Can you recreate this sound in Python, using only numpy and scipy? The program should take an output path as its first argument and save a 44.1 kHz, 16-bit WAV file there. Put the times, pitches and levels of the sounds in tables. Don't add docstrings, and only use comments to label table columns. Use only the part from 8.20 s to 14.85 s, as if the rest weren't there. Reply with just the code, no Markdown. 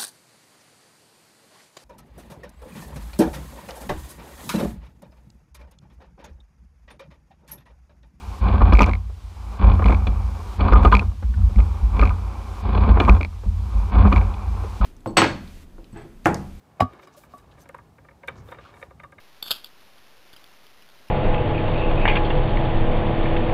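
import sys
import numpy as np
from scipy import signal
from scipy.fft import rfft, irfft, next_fast_len
from scipy.io import wavfile
from scipy.ndimage import uniform_filter1d, minimum_filter1d, map_coordinates

SR = 44100
rng = np.random.default_rng(int(sys.argv[2]) if len(sys.argv) > 2 else 0)


def put_to_file(sound):
    columns = np.atleast_2d(sound).T
    safe = np.clip(columns, -1, 1)
    whole_steps = np.round(safe * 32767)
    wavfile.write(sys.argv[1], SR, whole_steps.astype(np.int16))


N = 293265


def amp(db):
    return 10 ** (np.asarray(db) / 20)


def unit(x):
    return x / np.sqrt(np.mean(x ** 2) + 1e-20)


def crest(x):
    return x / (np.abs(x).max() + 1e-20)


def swells(rows, attack_s, fall_db_per_s):
    t = np.arange(N) / SR
    total = 0
    for start, end, db, *_ in rows:
        rise = 1 - np.exp(-np.maximum(t - start, 0) / attack_s)
        fall_db = fall_db_per_s * np.maximum(t - end, 0)
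        total = total + amp(db - fall_db) * rise
    return total


def together(*gains):
    return np.sqrt(sum(g ** 2 for g in gains))


def wobble(rate):
    knots = rng.standard_normal(int(N * rate / SR) + 4)
    return map_coordinates(knots, [np.arange(N) * rate / SR])


def filtered(x, response):
    m = next_fast_len(len(x) + SR // 10)
    spectrum = rfft(x, m) * response(np.fft.rfftfreq(m, 1 / SR))
    return irfft(spectrum, m)[:len(x)]


def coloured(x, points):
    hz, db = np.transpose(points)
    size = 2048
    gain = amp(np.interp(np.log(np.fft.rfftfreq(size, 1 / SR) + 1), np.log(hz), db))
    cepstrum = irfft(np.log(gain))
    cepstrum[1:size // 2] *= 2
    cepstrum[size // 2 + 1:] = 0
    impulse = irfft(np.exp(rfft(cepstrum)))
    return signal.fftconvolve(x, impulse)[:len(x)]


def ringing(x, modes, stretch=1):
    def peak(f, hz, width):
        return (1j * f * width / (hz * hz - f * f + 1j * f * width)) ** 2
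    return filtered(x, lambda f: sum(amp(db) * peak(f, hz * stretch, w) for hz, w, db in modes))


def softened(x, hz):
    return filtered(x, lambda f: 1 / (1 + 1j * np.sqrt(2) * f / hz - (f / hz) ** 2) ** 2)


def grains(rate, spread_db):
    hit = rng.random(N) < rate / SR
    return unit(hit * rng.standard_normal(N) * amp(spread_db * rng.standard_normal(N)))


def add(track, s, sound):
    start = max(round(s * SR), 0)
    track[start:start + len(sound)] += sound[:max(N - start, 0)]


def sustained(modes, hold):
    out = np.zeros(N)
    for hz, width, db in modes:
        x = ringing(rng.standard_normal(N), [(hz, width, 0)])
        power = np.abs(signal.hilbert(x, next_fast_len(N))[:N]) ** 2
        strength = np.sqrt(np.abs(uniform_filter1d(power, int(hold * SR))) + 1e-20)
        out += amp(db) * x / strength
    return unit(out)


# (start [s], end [s], level [dB], length of the treble dip at its start [s])
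ROLLS = [(0.203, 0.372, -26, 0.23), (0.404, .54, -28.5, 0.13), (0.591, 0.679, -29.5, 0),
         (1.386, 1.508, -25, 0.14), (1.647, 1.735, -28.5, 0), (2.378, 2.663, -25.5, .24),
         (2.718, 2.776, -29.5, 0), (3.355, 3.419, -42.5, 0), (3.719, 3.871, -31, 0),
         (4.421, 4.555, -29.5, .16), (4.557, 4.934, -27.5, .235), (5.711, 5.873, -25, .17),
         (5.93, 5.996, -29, 0), (6.613, 6.7, -24.5, .1)]
# (frequency [Hz], level [dB])
TRACK = [(150, -33), (280, -0.5), (420, 1), (630, -11), (750, 2.5), (1100, 4), (1350, -21), (1930, -23.5),
         (2380, -7), (2800, -27.5), (3500, -24), (4700, -37), (6000, -35.5), (15000, -58.5)]
# (frequency [Hz], width of each filter stage [Hz], level [dB])
DECK = [(397.6, 99, -2), (541.3, 75, 1.5), (751, 103, 2.5), (838, 102, -0.5), (966, 160, 1),
        (1045, 110, 2.5), (1107.5, 92, -4.5), (1215.5, 36, 0.5), (1427, 166, -5.5), (1524, 81, -10)]
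FRAME = [(106, 53, 0.5), (254, 58, -4)]
SLEEVE = [(2380, 280, 9.5), (2890, 240, 3.5), (3390, 250, 4), (4040, 120, -7), (4137, 230, -2),
          (4560, 71, -4), (5300, 1500, -21)]
ROLL_ATTACK_S, ROLL_FALL_DB_PER_S = 0.021, 204
PITS_PER_S = 90
PIT_DECK_DB, PIT_RATTLE_DB, PIT_BUMP_DB = -8.5, -21.5, -2.5


def seats():
    level = swells(ROLLS, ROLL_ATTACK_S, ROLL_FALL_DB_PER_S)
    unevenness = amp(2 * wobble(70))

    def grit():
        return level * unit(grains(rate=4000, spread_db=2.0) * unevenness)

    rumble = unit(coloured(grit(), TRACK))
    ring = unit(ringing(grit(), DECK))
    pits = level * (rng.random(N) < PITS_PER_S / SR) * rng.uniform(-1.01, 1, N)
    clatter = amp(PIT_DECK_DB) * unit(ringing(pits, DECK))
    rattle = amp(PIT_RATTLE_DB) * unit(ringing(pits, SLEEVE))
    bump = amp(PIT_BUMP_DB) * unit(ringing(pits, FRAME))
    run_rms = np.sqrt(np.mean(level ** 2))
    return run_rms * (amp(-4) * rumble + amp(-6) * ring + clatter + rattle + bump)


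# (time [s], reference level [dB],
# oarlock ring offset [dB], sleeve crack offset [dB]); each part is also trimmed below
KNOCKS = [(.282, -17, -19, -12.5), (.406, -12.5, -3, -35), (.416, -5.5, -24, -23.5), (0.477, -13, -18, -31),
          (.522, -4, -25, -16), (.528, -7.5, -8, -17), (.585, -7, -17, -24), (0.604, -2, -2.5, -17),
          (.616, -7, -30, -18), (.662, -21, -21, -12), (.685, -13.5, -10.5, -33), (1.514, -19.5, -10, -9),
          (1.592, -13.5, -13, -30), (1.621, -15.5, -2, -26), (1.655, -9, -16, -17.5), (1.693, -10, -7, -33),
          (1.719, -12, -13, -36), (1.868, -15.5, -37, -8), (2.405, -14, -5, -13), (2.479, -14, 1.5, -14.5),
          (2.522, 0, -13, -24), (2.53, -10.5, 8, -19), (2.553, -6.5, -2, -24), (2.648, -2.5, -3.5, -19.5),
          (2.673, -11.5, -23, -35), (2.715, -14.5, -10, -10), (2.722, -10, 9.5, -10.5),
          (2.738, -8, -20, -13), (2.818, -22, -5, -34), (3.024, -26.5, -30, -26), (3.385, -18, -20, -23),
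          (3.792, -15.5, -2, -18.5), (3.823, -8.5, -2, -32), (3.902, -24, 5.5, -21),
          (4.547, -11.5, -28, -19), (4.574, -13, -32, -15), (4.675, -12.5, -31, -25),
          (4.689, -10.5, -24, -21), (4.77, -8.5, -28, -43), (4.799, -1.5, -15, -13), (4.819, -13, -3, -36),
          (4.878, -5.5, -3.5, -30), (4.889, -2, -24, -25), (4.946, -17, -18, -18), (5.005, -19, -26, -25),
          (5.047, -29.5, -22, -24), (5.85, -8.5, -10, -38), (5.916, -17, 6, -24), (5.925, -6, -28, -16),
          (6.137, -33, -14, -5.5), (6.611, -19, 1, -18)]
# (frequency [Hz], level [dB])
BLOW = [(150, -21), (300, 1), (450, -2), (600, -0.5), (1000, 0.5), (1400, -7.5), (1800, -16.5), (2500, -19),
        (5000, -65.5), (12000, -82)]
# (frequency [Hz], width of each filter stage [Hz], level [dB])
OARLOCK = [(1012, 78, -4.5), (1224, 74, 3), (1410, 194, -12.5)]
THUD = [(121, 68, -4.5), (201.5, 67, 1.5), (252.5, 47, -1), (332.3, 75, -5.5), (407, 81, -6)]
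THUD_DB = -8.5


def knocks():
    out, t = np.zeros(N), np.arange(SR // 6) / SR

    def contacts(t60):
        onset = 1 - np.exp(-t / 0.0013)
        decay = amp(-60 * t / t60) + amp(-29.5 - 60 * t / 0.17)
        return rng.standard_normal(len(t)) * onset * decay

    for s, db, ring_db, crack_db in KNOCKS:
        blow = amp(-5.5) * crest(coloured(contacts(t60=0.057), BLOW))
        deck = amp(-13.5) * crest(ringing(contacts(t60=0.012), DECK))
        ring = amp(ring_db - 3) * crest(ringing(contacts(t60=0.023), OARLOCK))
        scrape = softened(contacts(t60=0.022), hz=7860)
        crack = amp(crack_db + 1.5) * crest(ringing(scrape, SLEEVE))
        thud = amp(THUD_DB) * crest(ringing(contacts(t60=0.015), THUD))
        add(out, s, amp(db) * (blow + deck + ring + crack + thud))
    return out


# (start [s], number of jerks, gap [s],
# first jerk's level [dB], last jerk's level [dB])
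TURNS = [(0.5515, 2, .02, -17.5, -20), (.5924, 2, .0284, -8.5, -10), (.6306, 2, .0112, -12, -14),
         (.694, 2, .019, -24, -27), (0.7347, 2, .0176, -19, -27.5), (1.643, 6, .0207, -21.5, -23),
         (2.752, 2, .0164, -9, -15), (2.7944, 1, .02, -13.5, -12), (3.36, 2, 0.042, -33, -26.5),
         (3.7947, 6, .0198, -18, -25), (4.85, 2, 0.045, -22, -5), (5.011, 3, .019, -19, -20),
         (5.926, 2, .0124, -17, -30), (5.9608, 2, .0184, -18, -23), (6.0136, 1, .02, -29.5, -28)]
# (frequency [Hz], width of each filter stage [Hz], level [dB])
COLLAR = [(2450, 353, 10.5), (2970, 530, -18.5), (4200, 740, -10.5), (4570, 700, -38), (6100, 1400, -44.5)]
TICK_HZ, TICK_HZ_PER_DB, TICK_REF_DB = 2321, 5.5, -22.5
TICK_SCATTER_HZ = 60


def collars():
    out, t = np.zeros(N), np.arange(SR // 20) / SR
    for start, count, gap, first_db, last_db in TURNS:
        for k, db in enumerate(np.linspace(first_db, last_db, round(count))):
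            scatter = TICK_SCATTER_HZ * rng.standard_normal()
            hz = TICK_HZ + TICK_HZ_PER_DB * (db - TICK_REF_DB) + scatter
            slip = 0.061 * rng.standard_normal(len(t)) * amp(-60 * t / 0.023)
            slip[0] += 1
            tick = crest(ringing(slip, COLLAR, stretch=hz / COLLAR[0][0]))
            tap = amp(-5.0) * crest(coloured(slip, BLOW))
            jitter = .0004 * rng.standard_normal()
            add(out, start + k * gap + jitter, amp(db) * (tick + tap))
    return out


# (time [s], peak level [dB])
SNAPS = [(.535, -27.5), (.6102, -29), (0.6198, -20), (0.634, -33.5), (0.662, -32.5), (2.534, -23.5),
         (2.7528, -36.5), (4.802, -37), (4.8955, -36)]
# (frequency [Hz], width of each filter stage [Hz], level [dB])
PIN = [(5180, 500, 3), (5870, 1540, 2.5), (6900, 2000, -15), (10400, 3600, -12.5)]


def gate_snaps():
    out, t = np.zeros(N), np.arange(SR // 20) / SR
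    for s, db in SNAPS:
        strike = rng.standard_normal(len(t)) * amp(-60 * t / 0.013)
        add(out, s, amp(db) * crest(ringing(strike, PIN)))
    return out


# (start [s], end [s], boom level [dB])
HEAVES = [(1.21, 1.27, -33), (1.42, 1.77, -18.5), (1.87, 2.08, -23.5), (3.02, 3.15, -19), (3.16, 3.46, -20),
          (3.6, 3.98, -23.5), (5.24, 5.45, -21.5), (5.55, 5.62, -21), (5.74, 5.9, -17), (6.24, 6.38, -22.5)]
# (time [s], peak of the bending [dB], peak of the panels [dB])
SHOVES = [(0.41, -0.5, -32), (0.522, -2, -26), (.606, -6, -20), (1.42, -4, -32), (1.504, -6, -28),
          (1.649, -14, -15.5), (1.72, -12.5, -31), (1.872, -10, -29), (2.513, 1.5, -16), (2.646, -4, -30),
          (2.739, -13, -21), (3.18, -11.5, -33), (3.361, -3.5, -21), (3.618, -8, -34), (3.793, -4, -22),
          (4.679, -1.5, -15), (4.884, 1, -13.5), (5.259, -8.5, -28.5), (5.54, -10.5, -32),
          (5.773, -5.5, -32), (5.848, -7.5, -12.5), (6.602, -6.5, -22.5)]
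# (frequency [Hz], width of each filter stage [Hz], level [dB])
BOOM = [(53.6, 13.9, 3.5), (59.8, 5.7, -10), (85.53, 8.9, 0)]
PANEL = [(197.7, 24.6, 10), (261.3, 27, -10.5)]
HULL_ATTACK_S, BOOM_FALL_DB_PER_S, DRONE_FALL_DB_PER_S = 0.026, 77.5, 130.5
BOOM_REST_DB = -35.5
WATER_BOOM_DB, WATER_DRONE_DB = 9.5, -6.5
ROLL_BOOM_DB, ROLL_DRONE_DB = 11, -2
HEAVE_DRONE_DB = -23
PUSH_S, SHOVE_THUD_DB = 0.0064, -9.5


def hull(rush_db):
    def shaking(rows, fall):
        return swells(rows, HULL_ATTACK_S, fall)

    heaving = shaking(HEAVES, BOOM_FALL_DB_PER_S)
    bending = together(amp(BOOM_REST_DB), amp(rush_db + WATER_BOOM_DB),
                       amp(ROLL_BOOM_DB) * shaking(ROLLS, BOOM_FALL_DB_PER_S), heaving)
    panels = together(amp(rush_db + WATER_DRONE_DB),
                      amp(ROLL_DRONE_DB) * shaking(ROLLS, DRONE_FALL_DB_PER_S),
                      amp(HEAVE_DRONE_DB) * heaving)
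    out = bending * sustained(BOOM, hold=0.18) + panels * sustained(PANEL, hold=0.082)

    u = np.arange(SR // 4) / SR / PUSH_S
    push = np.exp(-u)
    damped = [(hz, 1.13 * width, db) for hz, width, db in BOOM]
    swing = crest(ringing(u * (2 - u) * push, damped))
    thump = crest(ringing(push, PANEL))
    bump = amp(SHOVE_THUD_DB) * crest(ringing(push, THUD))
    for s, swing_db, thump_db in SHOVES:
        add(out, s, amp(swing_db) * swing + amp(thump_db) * (thump + bump))
    return out


CATCH_S = [-1.5, .62, 2.75, 4.89]
# (water in the lull after the catch [dB], water in the surge [dB])
VIGOUR = [(-1, -6), (-6.5, -1), (0, -4.5), (0, 0.5)]
# (time after the catch [s], water rush level [dB], hiss level [dB])
STROKE = [(0, -60, -53), (.2, -55, -57.5), (.48, -50.5, -55), (0.701, -39.5, -53), (1.0, -36.5, -54.5),
          (1.35, -39, -54.5), (1.72, -43.5, -50), (2.13, -52, -55.5)]
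LULL_S, HISS_LULL_SHARE = .6, .45
SURGE_S, SURGE_WIDTH_S = 1.01, 0.4


def stroke_levels():
    t = np.arange(N) / SR
    latest = np.searchsorted(CATCH_S, t) - 1
    since = t - np.asarray(CATCH_S)[latest]
    lull_db, surge_db = np.asarray(VIGOUR)[latest].T
    lull = lull_db * np.exp(-(since / LULL_S) ** 2)
    surge = surge_db * np.exp(-((since - SURGE_S) / SURGE_WIDTH_S) ** 2)
    s, rush_db, hiss_db = np.transpose(STROKE)
    rush = np.interp(since, s, rush_db) + lull + surge
    return rush, np.interp(since, s, hiss_db) + HISS_LULL_SHARE * lull


# (frequency [Hz], level [dB])
WATER = [(120, -15.5), (250, -1), (400, -0.5), (630, -10), (800, 2.5), (1130, 0), (1350, -7), (1900, -24.5),
         (2370, -10), (2750, -22.5), (5000, -36), (15000, -60)]


def water(rush_db):
    froth = unit(coloured(grains(rate=5000, spread_db=0.5), WATER))
    lapping = unit(ringing(grains(rate=690, spread_db=3.5), DECK))
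    eddies = amp(.8 * wobble(12))
    return amp(rush_db) * eddies * (amp(-2) * froth + amp(-7.0) * lapping)


# (time [s], level [dB], pitch [Hz], time to fall 60 dB [s])
SLAPS = [(.895, -41, 486, 0.078), (2.915, -43, 660, 0.08), (3.025, -41.5, 1500, .07),
         (3.137, -36, 1520, 0.038), (3.17, -41, 800, 0.28), (3.21, -40, 1200, 0.11), (3.29, -39, 398, .08),
         (5.125, -46, 1080, .08), (5.232, -36.5, 443, 0.17), (6.436, -28.5, 467, 0.1)]
SLAP_WIDTH_HZ, SLAP_FROTH_DB = 360, -5.5


def slaps():
    out, t = np.zeros(N), np.arange(SR // 5) / SR
    for s, db, hz, decay in SLAPS:
        splash = rng.standard_normal(len(t)) * (1 - np.exp(-t / 0.0031)) * amp(-60 * t / decay)
        pocket = crest(ringing(splash, [(hz, SLAP_WIDTH_HZ, 0)]))
        froth = amp(SLAP_FROTH_DB) * crest(coloured(splash, WATER))
        add(out, s, amp(db) * (pocket + froth))
    return out


# (frequency [Hz], level [dB])
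HISS = [(300, 2.5), (1000, -1), (3700, -1.5), (5000, -3.5), (7000, -7.5), (10000, -11.5), (15000, -17)]


def hiss(hiss_db):
    return amp(hiss_db) * unit(coloured(rng.standard_normal(N), HISS))


def treble_dips(x, edge_hz, depth_db):
    t = np.arange(N) / SR
    spans = [1.0 * ((t > start) & (t < start + length)) for start, _, _, length in ROLLS]
    dipped = uniform_filter1d(np.max(spans, axis=0), SR // 40)
    treble = filtered(x, lambda f: 1 / (1 + (edge_hz / (f + 1)) ** 30))
    return x - treble * (1 - amp(depth_db * dipped))


def scene():
    rush_db, hiss_db = stroke_levels()
    crew = seats() + knocks() + collars() + gate_snaps()
    boat = crew + hull(rush_db) + water(rush_db) + slaps() + hiss(hiss_db)
    return treble_dips(boat, edge_hz=5000, depth_db=-11.0)[None]


TOP_HZ = 15500


def record(dry):
    size = SR // 100
    needed = np.minimum(1, .95 / (np.abs(dry[0]) + 1e-9))
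    gain = uniform_filter1d(minimum_filter1d(needed, size), size)
    return filtered(dry[0] * gain, lambda hz: hz < TOP_HZ)[None]


dry = scene()
out = record(dry)
put_to_file(out)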